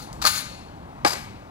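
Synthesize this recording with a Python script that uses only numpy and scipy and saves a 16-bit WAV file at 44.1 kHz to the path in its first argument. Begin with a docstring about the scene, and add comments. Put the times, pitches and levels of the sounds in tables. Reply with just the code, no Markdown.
"""On a wet stone plaza a guard handles a rifle. The steel action clacks in a quick cluster, then a
palm slaps the wooden stock and the fittings rattle. Each impact gives a broadband crack and excites
the damped modes of the struck body. Stone walls reflect every blow over a distant rumble of traffic
and wind. The camera limits the peaks, and its right channel is much duller."""
import sys
import numpy as np
from scipy import signal
from scipy.fft import rfft, irfft
from scipy.io import wavfile
from scipy.ndimage import uniform_filter1d

SR = 44100
rng = np.random.default_rng(int(sys.argv[2]) if len(sys.argv) > 2 else 0)


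def store_wav(level_fs):
    """Save 16-bit WAV to argv[1]."""
    pcm = np.round(np.clip(np.atleast_2d(level_fs), -1, 1) * 32767)
    wavfile.write(sys.argv[1], SR, pcm.T.astype(np.int16))


N = 66150

# steel impacts; the first precedes time zero and is heard by its reverberation
# (time [s], crack level [dB], ring level [dB], attack [s], crack t60 [s])
STEEL_IMPACTS = [(-.085, -16, -15.5, 0.003, 0.073), (0.2164, -12, -27, 0.0052, 0.063),
                 (0.2225, -13, -26.5, 0.00048, 0.043), (.240, -15.5, -21, 0.00083, 0.049),
                 (.2518, -7, 3.5, 0.00035, 0.048), (0.2617, -2, 0, 0.00094, 0.037),
                 (.2685, -1, -4, 0.00025, 0.06), (0.2733, -4, -7.5, 0.00077, 0.047),
                 (0.2878, -16, -11, 0.0016, 0.083)]
# modes of the rifle under a steel blow (frequency [Hz], level [dB], t60 [s])
STEEL_MODES = [(630, -19, 0.1), (993, -19, 0.075), (1233, -2, 0.079), (1540, -14, 0.11), (4090, -16, 0.063),
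               (4402, 1, 0.09), (4475, -20, 0.097), (4850, -9.5, .09), (5110, -32, 0.12),
               (6590, -12.5, 0.18), (9700, -16.5, 0.14), (10690, -13, 0.26), (12060, -19, 0.11),
               (13000, -18, 0.11)]
# spectrum of a steel crack (frequency [Hz], level [dB])
CRACK_SPECTRUM = [(150, -39), (450, -22), (700, -2), (1250, 4.5), (2000, -1), (3200, -4), (4400, 7),
                  (5700, -2.5), (7200, -1.5), (8600, -9.5), (10800, -9.5), (13500, -14), (16000, -14.5)]
# spectrum of the light tick before the cluster (frequency [Hz], level [dB])
TICK_SPECTRUM = [(500, -25), (3500, -7), (4700, 0.5), (7800, -2.5), (9500, -7.5), (16000, -16)]
# hand on the stock; a light grip has no bass (time [s], level [dB], low cut [Hz])
PALM_IMPACTS = [(.2432, -13, 786), (1.0482, 0, 170), (1.0588, -7.5, 454), (1.067, -9, 704)]
# modes of the stock (frequency [Hz], level [dB], t60 [s])
WOOD_MODES = [(313.5, -3.5, 0.13), (620, -3.5, 0.099), (709, -2.5, 0.094), (827, 2.5, 0.097),
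              (1128, -4, 0.065), (1226, -1, 0.12), (1644, -1.5, 0.086), (2270, -7.5, 0.079)]
# spectrum of a palm's smack (frequency [Hz], level [dB])
SMACK_SPECTRUM = [(60, -34), (180, -14), (450, -1), (900, -3), (1600, -2.5), (2400, -6.5), (3400, -11),
                  (4400, -6), (6500, -16.5), (10000, -22), (16000, -42)]
# contacts of the loose fittings (time [s], level [dB])
FITTING_IMPACTS = [(1.048, -4.5), (1.0634, 2), (1.0728, 2.5), (1.079, 2.5), (1.094, -1), (1.1054, 0),
                   (1.116, -4.5), (1.122, -5), (1.131, -0.5)]
# modes of a fitting (frequency [Hz], level [dB], t60 [s])
FITTING_MODES = [(4860, 2, 0.084), (4950, -4, 0.059), (6370, -6, 0.07), (7510, -7.5, 0.12),
                 (11120, -6, 0.053)]
# spectrum of a fitting's scrape (frequency [Hz], level [dB])
SCRAPE_SPECTRUM = [(300, -8.5), (900, 8), (1500, 1), (3300, -6), (5000, 6), (5900, -3.5), (7500, -3),
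                   (9300, -7.5), (11800, -5.5), (13500, -10), (16000, -22)]
# reverberation time, floored at 1 ms after interpolation (frequency [Hz], t60 [s])
REVERB_TIMES = [(200, -0.6), (1000, 0.73), (2500, 0.9), (4500, 0.6943), (8000, 0.65), (15000, 0.45)]
# spectral weighting of the echoes and tail (frequency [Hz], gain [dB])
REVERB_SPECTRUM = [(100, -30), (400, -5.5), (1200, -5), (2500, 0.5), (5000, -1), (10000, 3), (16000, 5)]
# scattered reflections from the stonework (delay [s], level [dB], t60 [s])
WALL_ECHOES = [(.006, -16.5, 0.066), (0.082, -16, 0.042), (.102, -13, 0.15)]
# spectral density of traffic and wind (frequency [Hz], level [dB])
TOWN_SPECTRUM = [(15, -25), (35, -8), (70, -3), (150, -4), (230, -6.5), (430, -14.5), (860, -8.5),
                 (1900, -25), (4000, -32.5), (6500, -38.5), (15000, -52)]
# background level as the camera's automatic gain ducks and recovers (time [s], level [dB])
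BACKGROUND_GAIN = [(0, 1.5), (.2, 0.5), (.4, -1.5), (.8, -1.5), (1.1, 0), (1.5, -2)]
# right channel relative to the left (frequency [Hz], gain [dB])
RIGHT_GAIN = [(25, -0.7), (125, -0.45), (320, -.6), (700, -3.5), (1290, -4.5), (2380, -8.5), (4400, -12.5),
              (8120, -19), (11000, -22.5), (15000, -32)]
# right channel relative to the left (frequency [Hz], phase lead [rad])
RIGHT_LEAD = [(20, .15), (60, 0.23), (130, 0.74), (290, 1.08), (640, 1.91), (1400, 1.86), (4000, 1.7),
              (12000, 1.6)]

LEAD_S, ATTACK_S = 0.3, 0.00027
CRACK_DB, STEEL_DB = -5, -11
TICK_S, TICK_DB = 0.1286, -31.5
SMACK_DB, WOOD_DB = -8.5, -12
SCRAPE_DB, CHINK_DB = -15, -27
SPLIT_HZ, SPLIT_SHARE = 9.1, 0.00486  # spread of a mode's partials: constant and proportional parts
ACTION_WET_DB, STOCK_WET_DB, FITTINGS_WET_DB, RING_WET_DB = 1.5, -1, -9.5, -3.5  # sends to the plaza
TAIL_DB, WIDTH_DB = -7.5, -8.5
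TOWN_DB, PATCH_DB = -38, 1.5
LIMIT_DB, RECOVER_DB_PER_S, SQUEEZE = -11, 4, 0.53  # SQUEEZE: share of the excess level removed
HISS_DB, EDGE_HZ = -69, 15800


def action():
    """Impact excitation: steel parts collide and set the rifle ringing. Returns cracks and rings."""
    cracks, rings = silence(), silence()
    add(cracks, TICK_S, amp(TICK_DB) * contact(TICK_SPECTRUM, ATTACK_S, t60=0.019))
    for s, crack_db, ring_db, attack, t60 in STEEL_IMPACTS:
        add(cracks, s, amp(CRACK_DB + crack_db) * contact(CRACK_SPECTRUM, attack, t60))
        add(rings, s, amp(STEEL_DB + ring_db) * ring(STEEL_MODES))
    return np.array([cracks, rings])


def stock():
    """Damped resonance: wood struck by a palm knocks briefly. Returns smacks and knocks."""
    smacks, knocks = silence(), silence()
    for s, db, low_hz in PALM_IMPACTS:
        low_cut = signal.butter(N=2, Wn=low_hz, btype="high", fs=SR)
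        smack = contact(SMACK_SPECTRUM, ATTACK_S, t60=0.064)
        add(smacks, s, amp(SMACK_DB + db) * signal.lfilter(*low_cut, smack))
        add(knocks, s, amp(WOOD_DB + db) * signal.lfilter(*low_cut, ring(WOOD_MODES)))
    return np.array([smacks, knocks])


def fittings():
    """Intermittent contact: small loose metal parts rattle. Returns scrapes and chinks."""
    scrapes, chinks = silence(), silence()
    for s, db in FITTING_IMPACTS:
        add(scrapes, s, amp(SCRAPE_DB + db) * contact(SCRAPE_SPECTRUM, attack=0.0031, t60=0.046))
        add(chinks, s, amp(CHINK_DB + db) * ring(FITTING_MODES))
    return np.array([scrapes, chinks])


def contact(spectrum, attack, t60):
    """Modal overlap: dense, short-lived modes merge into one crack with a smooth spectrum."""
    t = np.arange(4096) / SR
    hz = np.fft.rfftfreq(len(t), 1 / SR)
    envelope = np.minimum(t / attack, 1) * decay(t, t60)
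    phases = np.angle(rfft(envelope * rng.standard_normal(len(t))))
    cloud = irfft(amp(read(spectrum, hz)) * np.exp(1j * phases))
    taper = np.clip(2 - 2 * t / t60, 0, 1) * (t < t[-1] / 2)
    return unit(cloud * taper) * np.sqrt(np.mean(envelope ** 2))


def ring(modes, count=3):
    """Free vibration: each mode is a cluster of close partials that beat differently at every blow."""
    t = np.arange(SR // 2) / SR
    out = np.zeros(len(t))
    for hz, db, t60 in modes:
        offsets = np.linspace(-1, 1, count) + rng.uniform(-0.64, 0.39, count)
        partials = hz + (SPLIT_HZ + SPLIT_SHARE * hz) * offsets
        envelope = decay(t, t60) * np.minimum(t / ATTACK_S, 1)
        tone = envelope * np.sin(2 * np.pi * (partials[:, None] * t + rng.random())).sum(0)
        out += amp(db) * unit(tone) * np.sqrt(np.mean(envelope ** 2) / 2)
    return out


def plaza(x):
    """Reverberation: convolution with scattered wall echoes and a diffuse tail, new at each call."""
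    t = np.arange(SR) / SR
    hz, frame_s, bins = signal.stft(rng.standard_normal(SR), SR, nperseg=256)
    damped = bins * decay(frame_s, read(REVERB_TIMES, hz)[:, None])
    tail = signal.istft(damped, SR, nperseg=256)[1][:SR]
    response = amp(TAIL_DB) * unit(tail * np.minimum(t / 0.013, 1))  # builds up over 13 ms
    for delay, db, t60 in WALL_ECHOES:
        echo = rng.standard_normal(SR) * (t > delay) * decay(abs(t - delay), t60)
        response += amp(db) * unit(echo)
    colour = amp(read(REVERB_SPECTRUM, np.fft.rfftfreq(2 * SR, 1 / SR)))
    response = irfft(rfft(response, 2 * SR) * colour)[:SR]
    return signal.fftconvolve(x, response / np.sqrt(SR))[:len(x)]


def town():
    """Modulated noise: far traffic and wind drift in level over patches of time and frequency."""
    bins = signal.stft(noise(TOWN_SPECTRUM, N), nperseg=1024, noverlap=768)[2]
    bands = uniform_filter1d(rng.standard_normal(bins.shape), size=6, axis=0)
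    patches = unit(uniform_filter1d(bands, size=14, axis=1))
    rumble = signal.istft(bins * amp(PATCH_DB * patches), nperseg=1024, noverlap=768)[1][:N]
    gain_db = np.interp(np.arange(N) / SR, *np.transpose(BACKGROUND_GAIN))
    return amp(TOWN_DB + gain_db) * unit(rumble)


def noise(spectrum, size):
    """Fourier synthesis: random phases turn a spectrum into noise of unit rms."""
    hz = np.fft.rfftfreq(size, 1 / SR)
    phasors = np.exp(2j * np.pi * rng.random(len(hz)))
    return unit(irfft(amp(read(spectrum, hz)) * phasors, size))


def decay(t, t60):
    """Exponential damping: a fall of 60 dB in t60 seconds."""
    return np.exp(-np.log(1000) * t / np.maximum(t60, 1e-3))


def amp(db):
    """The decibel law: level to amplitude ratio."""
    return 10 ** (np.asarray(db) / 20)


def unit(x):
    """Normalisation to an rms of one."""
    return x / np.sqrt(np.mean(x ** 2) + 1e-20)


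def read(points, hz):
    """Interpolation of a table along a log-frequency axis."""
    f, value = np.transpose(points)
    return np.interp(np.log(hz + 1), np.log(f + 1), value)


def silence():
    """Zero sound pressure, starting LEAD_S before time zero."""
    return np.zeros(N + round(LEAD_S * SR))


def add(mix, s, sound):
    """Superposition: a sound joins the mix at time s."""
    part = mix[max(round((s + LEAD_S) * SR), 0):][:len(sound)]
    part += sound[:len(part)]


def scene():
    """Direct and reverberant fields sum at a microphone pair with a dull, phase-shifted right side."""
    steel, wood, loose = action(), stock(), fittings()
    direct = (steel + wood + loose).sum(0)
    cracks, rings = amp(ACTION_WET_DB) * steel + amp(STOCK_WET_DB) * wood + amp(FITTINGS_WET_DB) * loose
    sent = cracks + amp(RING_WET_DB) * rings  # cracks carry further than rings
    background = town()
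    left = (direct + plaza(sent))[-N:] + background
    right = left + amp(WIDTH_DB) * plaza(sent)[-N:]  # independent reverberation adds width
    hz = np.fft.rfftfreq(2 * N, 1 / SR)
    transfer = amp(read(RIGHT_GAIN, hz)) * np.exp(1j * read(RIGHT_LEAD, hz))
    right = irfft(rfft(right, 2 * N) * transfer)[:N]
    return np.array([left, right])


def record(dry):
    """Compression: the left level drives a slowly recovering limiter; hiss, clipping, low-pass follow."""
    power_db = 10 * np.log10(abs(uniform_filter1d(dry[0] ** 2, size=200)) + 1e-12)
    recovery_db = np.arange(N) * RECOVER_DB_PER_S / SR
    held_db = np.maximum.accumulate(power_db + recovery_db) - recovery_db
    excess_db = np.maximum(held_db - LIMIT_DB, 0)
    limited = dry * amp(-SQUEEZE * uniform_filter1d(excess_db, size=100))
    hiss = amp(HISS_DB) * rng.standard_normal((2, N))
    low_pass = signal.firwin(511, EDGE_HZ, window=("kaiser", 9), fs=SR)
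    return signal.oaconvolve(np.clip(limited + hiss, -1, 1), low_pass[None], "same")


dry = scene()
out = record(dry)
store_wav(out)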